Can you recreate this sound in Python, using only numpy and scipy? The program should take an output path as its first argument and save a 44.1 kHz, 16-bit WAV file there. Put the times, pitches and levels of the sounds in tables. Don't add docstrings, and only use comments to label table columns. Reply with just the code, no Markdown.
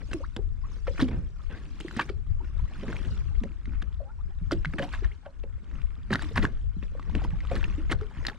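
import sys
import numpy as np
from scipy import signal
from scipy.fft import rfft, irfft, next_fast_len
from scipy.io import wavfile
from scipy.ndimage import uniform_filter1d

SR = 44100
rng = np.random.default_rng(int(sys.argv[2]) if len(sys.argv) > 2 else 0)


def transcribe(u):
    v = np.clip(np.atleast_2d(u).T, -1, 1)
    q = np.round(v * 32767).astype(np.int16)
    wavfile.write(sys.argv[1], SR, q)


N = 369558
TIME_S = np.arange(N) / SR
BINS_HZ = np.maximum(np.fft.rfftfreq(next_fast_len(N + 8192, real=True) // 2 * 2, 1 / SR), 1)
SIDES = np.array([[1], [-1]])

# freq_hz, density_db
RIPPLE_SPECTRUM = [(180, 15), (300, 2.5), (637, -11), (814, -6), (1060, -5), (1440, -2.5), (1910, -11),
                   (2280, -25.5), (8460, -22.5), (12500, -50), (15000, -43)]
EDDY_SPECTRUM = [(11, -34), (18, 0), (34, -1), (56, -3), (78, -6), (168, -22), (215, -45), (292, -47),
                 (391, -55), (648, -53), (700, -55), (910, -68), (1540, -120)]
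FOAM_SPECTRUM = [(2200, 2.5), (3300, 2.5), (5000, 0.5), (6500, -5), (8300, -9.5), (10500, -18),
                 (15000, -27)]
GURGLE_SPECTRUM = [(500, -3), (800, -7), (1100, 6.5), (1600, 3.5), (2300, 0.5), (3300, -9.5), (4500, -28)]
BOOM_SPECTRUM = [(70, -2.5), (105, -6), (150, -13.5), (220, -20)]
SLOSH_SPECTRUM = [(110, 1.5), (170, 3.5), (280, -3), (450, -8.5), (700, -22.5), (1000, -27)]
SPRAY_SPECTRUM = [(3000, 10), (4200, 4.5), (6000, -6), (8000, -7), (11000, -19.5), (15000, -54)]
SPLASH_SPECTRUM = [(600, 1), (1000, 3), (1700, 8), (2500, 0.5), (3500, -8), (5000, -27.5)]
# freq_hz, left_minus_right_db
PORT_SHADING = [(250, -1.5), (1000, -1), (2000, 0.8), (4000, 1), (8000, -3.5), (13000, -3.5)]
# freq_hz, lead_rad
RIGHT_LEAD = [(200, .06), (1000, 0.067), (2000, 0.72), (4000, 0.73), (8000, 1)]
# freq_hz, gain_db
DECK_SCATTER = [(150, -36.5), (500, -18.5), (1000, -14), (2000, -18.5), (4000, -20), (8000, -25),
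                (13000, -1.5)]

# time_s, level_db
GUSTS = [(0.0, -46), (0.09, -34.5), (1.12, -32.5), (1.98, -44.5), (2.31, -30), (2.45, -35.5), (2.63, -24.5),
         (2.66, -35.5), (2.78, -40), (3.38, -29.5), (3.62, -41), (3.66, -32.5), (4.34, -38.5),
         (4.46, -29.5), (4.95, -38.5), (5.06, -31), (5.23, -55), (5.41, -39.5), (6.51, -35), (7.12, -37),
         (7.14, -30.5), (7.89, -32), (7.96, -25), (8.12, -45), (8.19, -32.5), (8.38, -50)]
# centre_s, level_db, half_width_s
EDDY_THUMPS = [(2.353, -17.5, 0.0048), (2.622, -21, 0.0035), (3.205, -16, 0.0085), (3.31, -16.5, 0.0031),
               (5.055, -9.5, 0.0044), (5.844, -14, 0.008), (6.409, -13.5, 0.009), (7.328, -29, 0.0086),
               (7.959, -14, 0.0044)]
# crest_s, level_db, swell_s, drain_s, foam_offset_db
HULL_WAVES = [(0.17, -67.5, 0.2, 0.13, 3), (0.76, -65, 0.09, 0.052, -1), (0.991, -60.5, 0.097, 0.097, 2),
              (1.56, -68.5, 0.24, 0.18, -5), (2.03, -58, 0.28, 0.052, -1), (2.92, -56.5, 0.25, 0.36, -6.5),
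              (3.08, -64.5, 0.011, 0.11, 1.5), (3.73, -64, 0.057, 0.14, -15.5),
              (2.47, -67, 0.04, 0.043, -7), (4.25, -77.5, 0.094, 0.13, -17), (6.85, -71, 0.092, 0.06, -0.5),
              (4.58, -81, 0.12, 0.1, 5), (4.95, -59, 0.24, 0.12, -3.5), (5.78, -62, 0.13, 0.17, -12),
              (6.218, -54, 0.061, 0.15, -4.5), (6.45, -62, 0.22, 0.072, -15),
              (7.19, -56.5, 0.16, 0.17, -12), (7.57, -54.5, 0.14, 0.27, -8.5),
              (8.25, -55.5, 0.16, 0.12, -11)]
# start_s, level_db, first_hz, last_hz, length_s
CAVITIES = [(0.192, -44, 451, 724, 0.044), (0.229, -38.5, 793, 2250, 0.026),
            (0.626, -52.5, 918, 1365, 0.041), (1.387, -51, 1100, 1360, 0.028),
            (1.517, -50.5, 1467, 1750, 0.066), (1.988, -27, 870, 1116, 0.019),
            (2.4, -48.5, 874, 1000, 0.025), (3.43, -45, 463, 570, 0.043), (4.015, -60.5, 718, 1010, 0.14),
            (4.075, -60, 1225, 1590, 0.055), (4.516, -32, 563, 623, 0.013), (4.819, -36.5, 668, 780, 0.045),
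            (4.178, -56, 850, 1450, 0.051), (5.108, -49, 1410, 4230, 0.02), (5.245, -52.5, 714, 990, 0.054),
            (7.503, -35.5, 696, 710, 0.034), (8.267, -32.5, 3360, 6100, 0.0053)]
# crest_s, level_db, fade_s
HULL_HEAVES = [(1.14, -31, 0.059), (4.52, -40, 0.14), (6.13, -36, 0.073), (6.389, -30, 0.048),
               (7.34, -35.5, 0.028), (7.6, -39, 0.055), (7.94, -39, 0.037)]
# start_s, level_db, pitch_hz, t60_s
AIR_POCKETS = [(0.143, -28, 317, 0.15), (0.389, -25, 394, 0.034), (0.879, -25, 474, 0.066),
               (0.99, -28.5, 319, 0.086), (1.022, -11.5, 249, 0.079), (1.051, -31, 237.3, 0.28),
               (1.122, -28, 217, 0.099), (1.17, -29.5, 169, 0.16), (1.847, -24.5, 364, 0.044),
               (1.965, -25, 222, 0.088), (2.098, -26.5, 393, 0.047), (2.882, -31, 230, 0.08),
               (3.411, -30.5, 219, 0.18), (3.676, -28.5, 280, 0.041), (4.002, -40, 547, 0.15),
               (4.412, -28.5, 171, 0.1), (4.523, -20, 316.4, 0.086), (4.66, -27, 147.6, 0.16),
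               (4.736, -41.5, 313, 0.45), (4.797, -27, 555, 0.081), (4.824, -32.5, 304, 0.11),
               (5.022, -28.5, 345, 0.035), (5.263, -35.5, 614, 0.054), (5.438, -33, 454, 0.032),
               (6.11, -26.5, 275, 0.047), (6.137, -31, 232, 0.091), (6.231, -38, 286, 0.12),
               (6.383, -24, 230, 0.08), (6.434, -37, 338, 0.07), (6.764, -30.5, 185.5, 0.12),
               (6.95, -34, 487, 0.035), (7.149, -26.5, 302, 0.068), (7.322, -29, 174, 0.12),
               (7.513, -22.5, 560, 0.047), (7.553, -30, 340, 0.076), (7.778, -33, 285.5, 0.17),
               (8.015, -33.5, 462, 0.12)]
# start_s, level_db, pitch_hz
PINCH_OFFS = [(0.3653, -33, 1610), (0.8692, -33.5, 1300), (0.9953, -24.5, 1420), (1.8829, -30.5, 1920),
              (1.9109, -33.5, 1440), (1.9948, -16, 1540), (1.997, -26, 1000), (1.998, -21.5, 2880),
              (1.9655, -36, 1700), (2.447, -48, 2270), (2.8814, -33, 1780), (2.928, -28.5, 1510),
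              (2.966, -29, 2350), (3.656, -37, 2020), (4.5113, -21, 1360), (4.6482, -19.5, 1550),
              (4.6558, -20, 2070), (4.784, -27, 1730), (4.7942, -20.5, 1670), (4.8288, -28, 1660),
              (4.9367, -30, 1080), (5.0466, -29.5, 1780), (6.1306, -14, 1610), (6.13, -44, 3260),
              (5.817, -41, 2400), (6.1483, -20, 1380), (6.1556, -19, 1460), (6.1934, -26.5, 1630),
              (6.3616, -24.5, 1050), (6.3777, -21, 1900), (6.4442, -23, 1040), (6.452, -13.5, 1620),
              (6.996, -33, 1140), (7.027, -41.5, 1940), (7.097, -38.5, 930), (7.1518, -29.5, 2650),
              (7.218, -35.5, 746), (7.2489, -30.5, 945), (7.405, -35, 2090), (7.45, -36.5, 1200),
              (7.6292, -29.5, 1630), (7.6421, -23.5, 2580), (7.9272, -19.5, 1500), (8.0115, -35, 1340),
              (8.251, -23, 1850), (8.2853, -23, 1810), (8.298, -27, 1660)]
# crest_s, level_db, swell_s, fade_s, slosh_offset_db, spray_offset_db
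WAVELETS = [(0.018, -50, 0.017, 0.0038, 7, -27), (0.115, -41, 0.004, 0.0064, 7, -12),
            (0.134, -29, 0.0026, 0.0032, -11.5, -4.5), (0.366, -34, 0.0018, 0.0018, 6.5, -3),
            (0.874, -33.5, 0.0023, 0.0082, -9, -13), (0.98, -34.5, 0.0019, 0.0062, -16, -27),
            (1.001, -21.5, 0.0011, 0.0052, -8, -17), (1.018, -32.5, 0.0045, 0.0092, 4, -2),
            (1.088, -40.5, 0.0058, 0.0044, 7, -11), (1.116, -45, 0.0069, 0.054, 9, -33),
            (1.51, -47, 0.012, 0.076, 5.5, -22.5), (1.804, -41, 0.002, 0.005, 0.5, 0.5),
            (1.966, -37.5, 0.0017, 0.02, 5, -8.5), (2, -25.5, 0.0078, 0.0043, -16, -40),
            (2.015, -29, 0.005, 0.0069, -11, -10.5), (2.098, -39, 0.011, 0.003, -1, -11.5),
            (2.834, -41, 0.0058, 0.0039, 11, -22), (2.883, -43, 0.002, 0.045, 11, -28),
            (3.055, -52.5, 0.012, 0.017, 13, -5), (3.436, -33.5, 0.00081, 0.0023, 1.5, -4),
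            (3.824, -38, 0.0038, 0.0024, -3.5, -5.5), (4.521, -32, 0.0033, 0.008, 6, 2),
            (4.738, -31, 0.0026, 0.0014, -2, -15), (4.786, -29.5, 0.0017, 0.0089, 0.5, -11.5),
            (4.827, -35, 0.0076, 0.016, -5, -10.5), (4.942, -37, 0.017, 0.018, -31, -15),
            (5.044, -43.5, 0.012, 0.023, -11, -22), (5.261, -46.5, 0.0077, 0.0083, -10, -33),
            (5.438, -47, 0.0042, 0.002, 4.5, -19), (6.107, -33, 0.0027, 0.0053, 8.5, -16.5),
            (6.133, -28, 0.011, 0.0083, -4, -7), (6.1571, -22, 0.001, 0.0026, -37, -21),
            (6.225, -36.5, 0.0079, 0.0058, -18, -7), (6.362, -30, 0.0046, 0.008, -13, -10),
            (6.38, -20, 0.0082, 0.0033, -9, -12), (6.391, -41.5, 0.0051, 0.063, -1.5, -14),
            (6.435, -31.5, 0.0098, 0.0084, 7.5, -10.5), (6.829, -40, 0.0025, 0.0022, 1.5, -26.5),
            (7.151, -35.5, 0.0018, 0.0055, 7.5, -9), (7.246, -44.5, 0.011, 0.0026, 12, 1.5),
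            (7.514, -33, 0.0013, 0.015, -1.5, -14.5), (7.564, -35.5, 0.013, 0.012, 2, -9),
            (7.903, -35, 0.0063, 0.0075, -4, -20), (7.923, -26.5, 0.0096, 0.005, 0, -1.5),
            (8.267, -29, 0.00081, 0.0014, -16, 6), (8.283, -38.5, 0.0018, 0.0068, 0, -2.5)]


def from_db(db):
    return 10 ** (np.asarray(db) / 20)


def unit_rms(x):
    return x / np.sqrt(np.mean(x ** 2) + 1e-20)


def at_hz(curve, hz=BINS_HZ):
    freqs_hz, values = np.transpose(curve)
    return np.interp(np.log(hz), np.log(freqs_hz), values)


def shaped(x, gain):
    return irfft(rfft(x, 2 * len(BINS_HZ) - 2) * gain)[..., :N]


def drift(rate_hz):
    hop, settle = 40, 2000
    pole = np.exp(-2 * np.pi * rate_hz * hop / SR)
    white = rng.standard_normal(N // hop + settle + 2)
    slow = signal.lfilter([1], [1, -2 * pole, pole * pole], white)[settle:]
    return np.interp(np.arange(N) / hop, np.arange(len(slow)), unit_rms(slow))


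def add(track, start_s, sound):
    i = max(round(start_s * SR), 0)
    track[i:i + len(sound)] += sound[:max(N - i, 0)]


def burst(t, swell_s, fade_s):
    return np.exp(-np.where(t < 0, (t / swell_s) ** 2, t / fade_s))


def ring(clicks, hz, t60_s):
    radius, step_rad = from_db(-60 / (t60_s * SR)), 2 * np.pi * hz / SR
    feedback = [1, -2 * radius * np.cos(step_rad), radius * radius]
    return signal.lfilter([0, np.sin(step_rad)], feedback, clicks + 1e-18)


def bubble(hz, t60_s, rise):
    t = TIME_S[:int(t60_s * SR)]
    pitch_hz = hz * (1 + rise * t / t60_s)
    return from_db(-60 * t / t60_s) * np.sin(2 * np.pi * np.cumsum(pitch_hz) / SR)


def bubble_cloud(spectrum, per_s, cycles, spread_db, patchy_db, bands=28):
    out, candidates = np.zeros(N), 8000
    low_hz, high_hz = spectrum[0][0], spectrum[-1][0]
    odds = per_s * N / SR / bands / candidates
    for hz in np.geomspace(low_hz, high_hz, bands):
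        when, chance, size, polarity = rng.random((4, candidates))
        swarm = np.interp(when, np.linspace(0, 1, 200), rng.standard_normal(200))
        strength_db = spread_db * np.minimum(-np.log(size), 4) + patchy_db * swarm
        kicks = from_db(strength_db) * np.sign(polarity - 0.5) * (chance < odds)
        births = np.bincount((when * N).astype(int), kicks, N)
        out += unit_rms(ring(births, hz, cycles / hz)) * from_db(at_hz(spectrum, hz)) * np.sqrt(hz)
    return unit_rms(signal.sosfilt(signal.butter(2, low_hz / 2, "high", fs=SR, output="sos"), out))


def echoes(x, decay_s):
    t = TIME_S[:SR // 4]
    tail = rng.standard_normal(len(t)) * np.exp(-t / decay_s) * np.minimum(2 * t / decay_s, 1)
    return signal.fftconvolve(x, tail / np.linalg.norm(tail))[:N]


def ports(x, windscreen_hz=11200):
    shaded = shaped(x, from_db(SIDES * at_hz(PORT_SHADING) / 2))
    return signal.sosfilt(signal.butter(3, windscreen_hz, fs=SR, output="sos"), shaded)


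def across_deck(x, decay_s):
    direct = shaped(x, np.exp(-0.5j * SIDES * at_hz(RIGHT_LEAD)))
    reflections = np.array([echoes(x, decay_s) for _ in SIDES])
    return direct + shaped(reflections, from_db(at_hz(DECK_SCATTER)))


def open_sea(level_db):
    hiss = shaped(rng.standard_normal((2, N)), from_db(at_hz(RIPPLE_SPECTRUM)))
    return from_db(level_db) * unit_rms(hiss)


def wind(gain_db, left_bias_db, sway_db, lumpy_db, buffet_db, opposed, steady_s):
    gust_db = np.interp(TIME_S, *np.transpose(GUSTS))
    white = rng.standard_normal((3, N))
    pressure = white[:2] + opposed * SIDES * white[2]
    eddies = unit_rms(shaped(pressure, from_db(at_hz(EDDY_SPECTRUM))))
    local_power = uniform_filter1d(eddies ** 2, int(steady_s * SR), axis=-1)
    eddies /= np.sqrt(local_power + 0.0089)
    large = shaped(eddies, 1 / (1 + (BINS_HZ / 100) ** 4))
    flutter_db = -10.5 + 0.63 * (gust_db - gust_db.mean()) + lumpy_db * drift(rate_hz=39)
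    small = from_db(flutter_db) * (eddies - large)
    level_db = gain_db + gust_db + buffet_db * drift(rate_hz=8.8)
    balance_db = left_bias_db + sway_db * drift(rate_hz=5.4)
    return from_db(level_db + SIDES * balance_db / 2) * (large + small)


def thumps(right_share):
    suction = np.zeros(N)
    for centre_s, level_db, half_width_s in EDDY_THUMPS:
        u = np.linspace(-4, 4, int(8 * half_width_s * SR))
        pulse = (u ** 2 - 1) * np.exp(-u ** 2 / 2)
        add(suction, centre_s - 4 * half_width_s, from_db(level_db) * pulse)
    return np.array([suction, -right_share * suction])


def waves_db(resting_db, foam_share=0, lead_s=0):
    power = from_db(resting_db) ** 2
    for crest_s, level_db, swell_s, drain_s, foam_offset_db in HULL_WAVES:
        t = TIME_S - crest_s + lead_s
        envelope = np.exp(-np.maximum(-t / swell_s, t / drain_s))
        power = power + (from_db(level_db + foam_share * foam_offset_db) * envelope) ** 2
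    return 10 * np.log10(power)


def foam(gain_db, side_db):
    level_db = gain_db + waves_db(resting_db=-85, foam_share=1)
    mid, side = [bubble_cloud(FOAM_SPECTRUM, per_s=5000, cycles=120, spread_db=5, patchy_db=4.5, bands=36)
                 for _ in range(2)]
    return from_db(level_db) * (mid + from_db(side_db) * SIDES * side)


def droplets(count, low_hz, high_hz, cycles, rise, spread_db):
    out = np.zeros(N)
    for when, pitch, softness in rng.random((count, 3)):
        hz = low_hz * (high_hz / low_hz) ** pitch
        gain = from_db(-spread_db * softness) * np.sqrt(low_hz / hz)
        add(out, when * N / SR, gain * bubble(hz, cycles / hz, rise))
    return out


def spits(per_s, low_hz, high_hz, decay_s, spread_db):
    out, t, candidates = np.zeros(N), TIME_S[:SR // 100], 1200
    for when, chance, pitch, softness in rng.random((candidates, 4)):
        if chance < per_s * N / SR / candidates:
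            hz = low_hz * (high_hz / low_hz) ** pitch
            tick = np.exp(-t / decay_s) * np.sin(2 * np.pi * hz * t)
            add(out, when * N / SR, from_db(-spread_db * np.sqrt(softness)) * tick)
    return out


def wash(lapping_db, spurt_db, churn_db, gurgle_db, drip_db, spit_db, churn_lead_s):
    spurts = from_db(spurt_db * drift(rate_hz=16))
    churn = bubble_cloud(SLOSH_SPECTRUM, per_s=700, cycles=25.6, spread_db=5, patchy_db=4.5)
    gurgle = bubble_cloud(GURGLE_SPECTRUM, per_s=1500, cycles=32, spread_db=2, patchy_db=3)
    drips = droplets(count=200, low_hz=749, high_hz=3760, cycles=45, rise=0.5, spread_db=12)
    ticks = spits(per_s=65, low_hz=1330, high_hz=3800, decay_s=0.00082, spread_db=18.5)
    deep = from_db(churn_db + waves_db(lapping_db, lead_s=churn_lead_s)) * churn
    surface = from_db(gurgle_db) * gurgle + from_db(drip_db) * drips + from_db(spit_db) * ticks
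    return spurts * (deep + from_db(waves_db(lapping_db)) * surface)


def chirps(gain_db, roughness, tremble_hz):
    sweeps = np.zeros(N, complex)
    for start_s, level_db, first_hz, last_hz, length_s in CAVITIES:
        progress = np.linspace(0, 1, int(length_s * SR))
        pitch_hz = 1 / ((1 - progress) / first_hz + progress / last_hz)
        envelope = from_db(level_db) * np.sin(np.pi * progress) ** 2
        add(sweeps, start_s, envelope * np.exp(2j * np.pi * np.cumsum(pitch_hz) / SR))
    tremble = 1 + roughness * (drift(tremble_hz) + 1j * drift(tremble_hz))
    return from_db(gain_db) * np.real(sweeps * tremble)


def heaves(gain_db):
    push = sum(from_db(level_db) * burst(TIME_S - crest_s, swell_s=0.039, fade_s=fade_s)
               for crest_s, level_db, fade_s in HULL_HEAVES)
    boom = bubble_cloud(BOOM_SPECTRUM, per_s=900, cycles=18, spread_db=6.5, patchy_db=-1.5, bands=8)
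    return from_db(gain_db) * push * boom


def hollow_hull(knocks, echo_db, decay_s):
    return knocks + from_db(echo_db) * echoes(knocks, decay_s)


def glugs(gain_db, attack_cycles, rise, wobble, upper_ratio, upper_db):
    out, t = np.zeros(N), TIME_S[:SR // 3]
    shifting = drift(rate_hz=76)
    for start_s, level_db, pitch_hz, t60_s in AIR_POCKETS:
        shape = np.roll(shifting, -round(start_s * SR))[:len(t)]
        bend = 1 + rise * (np.minimum(t / t60_s, 1) - 0.2) + wobble * shape
        cycles = np.cumsum(pitch_hz * bend) / SR
        attack = 1 - np.exp(-(cycles / attack_cycles) ** 2)
        modes = np.sin(2 * np.pi * cycles) + from_db(upper_db) * np.sin(2 * np.pi * upper_ratio * cycles)
        add(out, start_s, from_db(level_db - 60 * t / t60_s) * attack * modes)
    return from_db(gain_db) * out


def plops(gain_db, cycles, rise, swell_s, crack_db, snap_db, snap_s, snap_band_hz):
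    tones, snaps, t = np.zeros(N), np.zeros(N), TIME_S[:SR // 20]
    crack = bubble(hz=2690, t60_s=0.0034, rise=0)
    attack = 1 - np.exp(-t / swell_s)
    snap_envelope = burst(t - snap_s, snap_s / 2, snap_s)
    for start_s, level_db, pitch_hz in PINCH_OFFS:
        tone = bubble(pitch_hz, cycles / pitch_hz, rise)
        add(tones, start_s, from_db(level_db) * tone * attack[:len(tone)])
        add(tones, start_s, from_db(level_db + crack_db) * crack)
        add(snaps, start_s, from_db(0.5 * level_db) * snap_envelope * rng.standard_normal(len(t)))
    snaps = signal.sosfilt(signal.butter(2, snap_band_hz, "band", fs=SR, output="sos"), snaps)
    return from_db(gain_db) * tones + from_db(snap_db) * snaps


def slaps(splash_db, slosh_db, lag_s, linger_s):
    splash_gain, spray_gain, slosh_gain = np.zeros((3, N))
    window_s = np.arange(-SR // 10, SR // 4) / SR
    for crest_s, level_db, swell_s, fade_s, slosh_offset_db, spray_offset_db in WAVELETS:
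        t = window_s[window_s >= -crest_s]
        start_s = crest_s + t[0]
        crest = burst(t, swell_s, fade_s)
        surge = burst(t - lag_s, swell_s + lag_s / 2, fade_s + linger_s)
        add(splash_gain, start_s, from_db(level_db + splash_db) * crest)
        add(spray_gain, start_s, from_db(level_db + spray_offset_db) * crest)
        add(slosh_gain, start_s, from_db(level_db + slosh_db + slosh_offset_db) * surge)
    splash = bubble_cloud(SPLASH_SPECTRUM, per_s=3200, cycles=68, spread_db=3.5, patchy_db=0)
    spray = bubble_cloud(SPRAY_SPECTRUM, per_s=5700, cycles=24, spread_db=7.5, patchy_db=5)
    slosh = bubble_cloud(SLOSH_SPECTRUM, per_s=1500, cycles=9.4, spread_db=0, patchy_db=-2)
    return splash_gain * splash + spray_gain * spray + slosh_gain * slosh


def scene():
    knocks = glugs(gain_db=4, attack_cycles=1.01, rise=0.022, wobble=0.084,
                   upper_ratio=1.9, upper_db=-23.5)
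    water = slaps(splash_db=-2.5, slosh_db=-1, lag_s=0.0028, linger_s=0.015)
    water += plops(gain_db=3, cycles=17.5, rise=0.082, swell_s=0.00014, crack_db=-10.5,
                   snap_db=-25, snap_s=0.0017, snap_band_hz=(1800, 4600))
    water += hollow_hull(knocks, echo_db=-12.5, decay_s=0.03)
    water += heaves(gain_db=2.5)
    water += chirps(gain_db=1, roughness=0.73, tremble_hz=96)
    water += wash(lapping_db=-77.5, spurt_db=1.55, churn_db=12.5, gurgle_db=4, drip_db=19.5,
                  spit_db=27, churn_lead_s=0.034)
    mix = ports(across_deck(water, decay_s=0.016) + foam(gain_db=3, side_db=-1.5))
    mix += open_sea(level_db=-57)
    mix += wind(gain_db=2.5, left_bias_db=6.5, sway_db=3, lumpy_db=3.5, buffet_db=3,
                opposed=0.47, steady_s=0.086)
    return mix + thumps(right_share=0.23)


def record(dry):
    low_cut = signal.butter(2, 14, "high", fs=SR, output="sos")
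    high_cut = signal.cheby2(14, 70, 16100, fs=SR, output="sos")
    return signal.sosfilt(high_cut, signal.sosfilt(low_cut, dry))


dry = scene()
out = record(dry)
transcribe(out)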